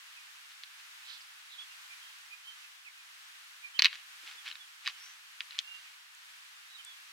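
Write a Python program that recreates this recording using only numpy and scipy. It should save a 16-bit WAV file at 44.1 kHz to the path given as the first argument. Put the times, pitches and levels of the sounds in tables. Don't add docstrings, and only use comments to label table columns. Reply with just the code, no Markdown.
import sys
import numpy as np
from scipy import signal
from scipy.fft import rfft, irfft, next_fast_len
from scipy.io import wavfile

SR = 44100
rng = np.random.default_rng(int(sys.argv[2]) if len(sys.argv) > 2 else 0)


def to_wav(sig):
    pcm = np.clip(np.atleast_2d(sig), -1, 1) * 32767
    pcm = np.round(pcm).astype(np.int16)
    wavfile.write(sys.argv[1], SR, pcm.T)


N = 314124


def from_db(db):
    return 10 ** (np.asarray(db) / 20)


def unit_rms(x):
    return x / np.sqrt(np.mean(x ** 2) + 1e-20)


def butter(x, hz, kind, order=2):
    sos = signal.butter(order, np.clip(hz, 10, .45 * SR), kind, fs=SR, output="sos")
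    return signal.sosfilt(sos, x + 1e-18)


def bell_eq(x, hz, width_hz, db):
    pole = np.pi * width_hz / SR
    zero = pole * from_db(db)
    tuning = -2 * np.cos(2 * np.pi * hz / SR)
    return signal.lfilter([1 + zero, tuning, 1 - zero], [1 + pole, tuning, 1 - pole], x)


def seconds(length_s):
    return np.arange(max(int(length_s * SR), 8)) / SR


def swell(t):
    return np.sin(np.pi * t / (t[-1] + 1 / SR))


def decay(t, t60_s):
    return from_db(-60 * t / t60_s)


def wander(rate_hz, size):
    return np.interp(np.arange(size) * rate_hz / SR, np.arange(4000), rng.standard_normal(4000))


def curve_at(points, hz):
    point_hz, values = np.array(points).T
    return np.interp(np.log(hz + 1), np.log(point_hz), values)


def stereo_noise(correlation, size):
    mid, side = rfft(rng.standard_normal((2, size)))
    return irfft(np.sqrt(1 + correlation) * mid + np.sqrt(1 - correlation) * side * [[1], [-1]], size)


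def add(out, start_s, sound):
    at = int(round(start_s * SR))
    out[at:at + len(sound)] += sound[:N - at]


def add_panned(out, start_s, sound, pan_db, ear_lag_s=.0002):
    add(out[0], start_s - ear_lag_s * np.tanh(pan_db / 2), sound * from_db(pan_db / 2))
    add(out[1], start_s, sound * from_db(-pan_db / 2))


# frequency_hz, relative_level_db
HISS_TONE = [(120, -46), (200, -45), (554, -29), (858, -12), (1210, -4), (1330, -2.5), (1540, -1),
             (1650, -0.5), (2210, -2), (2470, -1.5), (2700, -1), (3360, -3), (6830, -11), (12900, -18),
             (15500, -22)]
# frequency_hz, left_right_correlation
HISS_IMAGE = [(100, 0.97), (300, 0.59), (640, 0.41), (1410, -0.29), (3100, -0.22), (6820, 0.15),
              (15000, 0.079)]


def hiss(level_db=-52.5, sway_db=1.13, sway_hz=4.6):
    size = next_fast_len(N)
    hz = np.arange(size // 2 + 1) * SR / size
    white = stereo_noise(curve_at(HISS_IMAGE, hz), size)
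    bed = irfft(rfft(white) * from_db(curve_at(HISS_TONE, hz)), size)[:, :N]
    return unit_rms(butter(bed, 230, "high")) * from_db(level_db + sway_db * wander(sway_hz, N))


def far_bird_notes(count=10, length_s=.065, pitch_hz=2770, spread_oct=.17, glide_oct=-.13,
                   relative_db=-56.5):
    starts = (np.arange(count) + rng.random(count)) / count * (N / SR - length_s)
    pitches = pitch_hz * 2 ** (spread_oct * rng.standard_normal(count))
    return [(start_s, length_s, hz, hz * 2 ** glide_oct, relative_db)
            for start_s, hz in zip(starts, pitches)]


# start_s, length_s, level_db
GRASS_SCUFFS = [(0.489, 0.046, -56.5), (.785, 0.035, -54), (1.559, 0.088, -56), (3.9, .11, -51.5),
                (4.198, 0.18, -51.5), (4.432, 0.086, -47.5), (4.809, 0.13, -49), (4.919, 0.28, -57.5),
                (5.483, 0.13, -57.5), (5.603, 0.4, -60.5)]
# start_s, level_db, pitch_hz
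STALK_SNAPS = [(0.518, -38, 4000), (1.638, -41, 7600), (6.15, -40, 7240), (6.8496, -30, 8300)]


def grass(cracks_per_s=1800, spread_db=5.5, band_hz=(1200, 4300), snap_t60_s=.003):
    out = np.zeros(N)
    for start_s, length_s, level_db in GRASS_SCUFFS:
        t = seconds(length_s)
        cracks = (rng.random(len(t)) < cracks_per_s / SR) * rng.choice([-1, 1], len(t))
        strength = from_db(spread_db * np.minimum(rng.exponential(1, len(t)), 3))
        crunch = unit_rms(butter(cracks * strength, band_hz, "band"))
        add(out, start_s, from_db(level_db) * swell(t) * crunch)
    t = seconds(.01)
    for start_s, level_db, pitch_hz in STALK_SNAPS:
        snap = np.sin(2 * np.pi * pitch_hz * t) * decay(t, snap_t60_s)
        add(out, start_s, from_db(level_db) * butter(snap, pitch_hz / 2, "high"))
    return butter(out, 800, "high", order=3)


# start_s, peak_db, spot_pitch_hz, spot_boost_db, high_cut_hz
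HORN_BLOWS = [(0.6357, -27, 3870, 8.5, 4700), (3.7908, -15, 4200, 10, 4700), (3.7935, -5.5, 4330, 11, 4670),
              (3.8213, -4, 2650, 5, 5400), (3.8454, -5.5, 3870, 3, 4860), (3.8511, -9.5, 4400, 4, 4730),
              (3.856, -7.5, 3950, 12.5, 4520), (3.8567, -5, 2310, 13.5, 4650), (3.8666, -15, 2200, 7, 4400),
              (3.9292, -26, 1990, 8, 4070), (3.9552, -32, 1780, 11, 5200), (4.2757, -32, 3050, 4, 4300),
              (4.4784, -26, 3330, 3, 4060), (4.5548, -31.5, 1720, 6.5, 4340),
              (4.8606, -23.5, 2510, 19, 5000), (4.868, -19, 3620, 9, 4000), (4.8754, -16.5, 4450, 9, 5640),
              (4.8763, -18.5, 1380, 11, 3680), (5.4061, -18, 2960, 14, 4370), (5.5082, -32, 4380, 6, 4400),
              (5.5841, -27.5, 3520, 5, 4670), (5.5895, -13.5, 3330, 19.5, 7100)]


def blows_and_rebounds(gap_s=.0048, drop_db=14.5, further_drop_db=3.5, dulling=.83, glance_boost_db=-1):
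    contacts = list(HORN_BLOWS)
    for start_s, peak_db, spot_hz, _, high_cut_hz in HORN_BLOWS:
        delays = gap_s * np.cumsum(rng.uniform(.7, 1.3, 2))
        for bounce, delay_s in enumerate(delays):
            bounce_db = peak_db - drop_db - further_drop_db * bounce
            contacts.append((start_s + delay_s, bounce_db, spot_hz, glance_boost_db, high_cut_hz * dulling))
    return contacts


# pitch_hz, width_hz, boost_db
HORN_MODES = [(1076, 97, 8), (1830, 87, 5.5), (2336, 200, 4), (2590, 80, 1), (3350, 140, -2),
              (3970, 184, 4), (4450, 200, 3.5), (5340, 180, 3.5), (6730, 740, 2)]


def horns(contacts, smear_db=-13, smear_t60_s=.0058, crack_db=-32, low_trace_db=-49, low_cut_ratio=.38,
          detune=.017, vary_db=1.5, spot_width_hz=520):
    out, t = np.zeros((2, N)), seconds(.025)
    smear_envelope = decay(t, smear_t60_s) * np.minimum(t / .0006, 1) ** 2
    for start_s, peak_db, spot_hz, spot_boost_db, high_cut_hz in contacts:
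        smear = from_db(smear_db) * smear_envelope * stereo_noise(correlation=.45, size=len(t))
        click = signal.unit_impulse(len(t)) + smear
        clack = butter(click, high_cut_hz, "low", order=6) + from_db(crack_db) * click
        clack = butter(clack, low_cut_ratio * high_cut_hz, "high", order=3)
        clack = butter(clack, 1050, "high") + from_db(low_trace_db) * butter(click, 400, "low")
        for pitch_hz, width_hz, boost_db in HORN_MODES:
            mode_hz = pitch_hz * (1 + detune * rng.normal())
            clack = bell_eq(clack, mode_hz, width_hz, boost_db + vary_db * rng.normal())
        clack = bell_eq(clack, spot_hz, spot_width_hz, spot_boost_db)
        for ear in range(2):
            add(out[ear], start_s, from_db(peak_db) * clack[ear] / np.abs(clack).max())
    return out


# start_s, length_s, start_pitch_hz, end_pitch_hz, width_hz, relative_level_db, pan_db
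BIRD_RASPS = [(1.037, 0.16, 3690, 3880, 1660, -47, -9.5), (1.205, .022, 5400, 4360, 706, -50.5, -4),
              (1.488, .1, 3900, 3490, 605, -50.5, -9), (4.962, 0.2, 5260, 6250, 600, -53, 0.5)]


def rasps(flutter_db=1, flutter_hz=140):
    out = np.zeros((2, N))
    for start_s, length_s, start_hz, end_hz, width_hz, level_db, pan_db in BIRD_RASPS:
        t = seconds(length_s)
        shake = butter(rng.standard_normal((2, len(t))), width_hz / 2, "low")
        phase = 2 * np.pi * np.cumsum(np.linspace(start_hz, end_hz, len(t))) / SR
        band = unit_rms(shake[0] * np.cos(phase) + shake[1] * np.sin(phase))
        envelope = swell(t) * from_db(level_db + flutter_db * wander(flutter_hz, len(t)))
        add_panned(out, start_s, band * envelope, pan_db)
    return out


# start_s, length_s, start_pitch_hz, end_pitch_hz, relative_level_db
NEAR_WHISTLES = [(1.579, 0.072, 3350, 3383, -43.5), (1.904, 0.042, 2380, 2280, -43.5),
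                 (2.01, .11, 3167, 3100, -55), (2.306, .045, 2390, 2444, -48),
                 (2.436, 0.11, 3080, 3050, -50), (2.445, 0.087, 4120, 4090, -63),
                 (2.849, .04, 2740, 2130, -44.5), (3.621, .073, 2374, 2320, -46),
                 (3.738, .035, 2900, 3150, -46), (3.765, .025, 3410, 2450, -46),
                 (4.376, 0.045, 3520, 3190, -49), (4.59, 0.062, 3470, 3290, -53.5),
                 (5.635, 0.17, 2736, 2805, -47.5), (6.696, .092, 3930, 3610, -54.5),
                 (6.776, 0.043, 3240, 2850, -49.5), (6.843, 0.11, 3520, 3240, -53)]


def whistles(far_notes, arch=.014, waver=.013, flutter_db=3, pan_db=-7.5):
    out = np.zeros((2, N))
    for start_s, length_s, start_hz, end_hz, level_db in NEAR_WHISTLES + far_notes:
        t = seconds(length_s)
        bend = 1 + arch * swell(t) + waver * wander(rate_hz=120, size=len(t))
        pitch_hz = np.linspace(start_hz, end_hz, len(t)) * bend
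        level = from_db(level_db + flutter_db * wander(rate_hz=70, size=len(t)))
        tone = np.sin(2 * np.pi * np.cumsum(pitch_hz) / SR)
        add_panned(out, start_s, level * np.sqrt(2 * swell(t)) * tone, pan_db)
    return out


# start_s, length_s, tick_peak_db
HORN_SLIDES = [(3.8386, .012, -17.5), (3.875, .013, -25), (3.911, .055, -39.5), (4.46, 0.069, -33),
               (4.881, .025, -26.5), (5.526, .03, -37.5), (5.599, 0.015, -37)]


def ridge_ticks(gap_s=.0055, spread_db=3.5, fade_db=-5, pitch_hz=3100, spread_oct=.35, boost_db=9.5,
                high_cut_hz=4240):
    contacts = []
    for start_s, length_s, peak_db in HORN_SLIDES:
        for ridge, (jitter, strength, spot) in enumerate(rng.standard_normal((16, 3))):
            delay_s = gap_s * (ridge + .28 * jitter)
            if delay_s < length_s:
                tick_db = peak_db + spread_db * strength + fade_db * delay_s / length_s
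                spot_hz = pitch_hz * 2 ** (spread_oct * spot)
                contacts.append((start_s + delay_s, tick_db, spot_hz, boost_db, high_cut_hz))
    return contacts


# start_s, relative_peak_db
HOOF_FALLS = [(4.23, -60), (4.291, -69), (4.348, -62.5), (4.495, -64)]


def hooves(gain_db=-8, band_hz=(270, 520), t60_s=.084):
    out, t = np.zeros(N), seconds(.08)
    for start_s, peak_db in HOOF_FALLS:
        puff = butter(rng.standard_normal(len(t)) * decay(t, t60_s), band_hz, "band")
        add(out, start_s, from_db(peak_db + gain_db) * puff / np.abs(puff).max())
    return out


def reflections(x, t60_s, gain_db, correlation, high_cut_hz, delay_s):
    t = seconds(t60_s)
    tail = butter(stereo_noise(correlation, len(t)), high_cut_hz, "low") * decay(t, t60_s)
    energy = np.mean(np.sum(tail ** 2, axis=1))
    tail *= from_db(gain_db) * np.sqrt(2 * high_cut_hz / SR / energy)
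    delayed = np.pad(tail, ((0, 0), (int(delay_s * SR), 0)))
    return signal.fftconvolve(x[None], delayed, axes=1)[:, :N]


def scene(bird_gain_db=-3):
    fight = horns(blows_and_rebounds() + ridge_ticks()) + grass() + hooves()
    mono = fight.mean(axis=0)
    ground = reflections(mono, t60_s=.021, gain_db=-9.5, correlation=.55, high_cut_hz=4730, delay_s=.001984)
    bushes = reflections(mono, t60_s=.46, gain_db=-19.5, correlation=.22, high_cut_hz=4000, delay_s=.013)
    left, right = fight + ground + bushes
    left = bell_eq(left, hz=1300, width_hz=1200, db=-3)
    right = bell_eq(right, hz=4300, width_hz=1500, db=-1)
    birds = from_db(bird_gain_db) * butter(whistles(far_bird_notes()) + rasps(), 1200, "high")
    trees = reflections(birds[1], t60_s=.13, gain_db=-11.5, correlation=0, high_cut_hz=6000, delay_s=.01)
    return np.array([left, right]) + birds + trees + hiss()


def record(dry, high_cut_hz=15850):
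    return signal.sosfilt(signal.ellip(12, .1, 70, high_cut_hz, fs=SR, output="sos"), dry)


dry = scene()
out = record(dry)
to_wav(out)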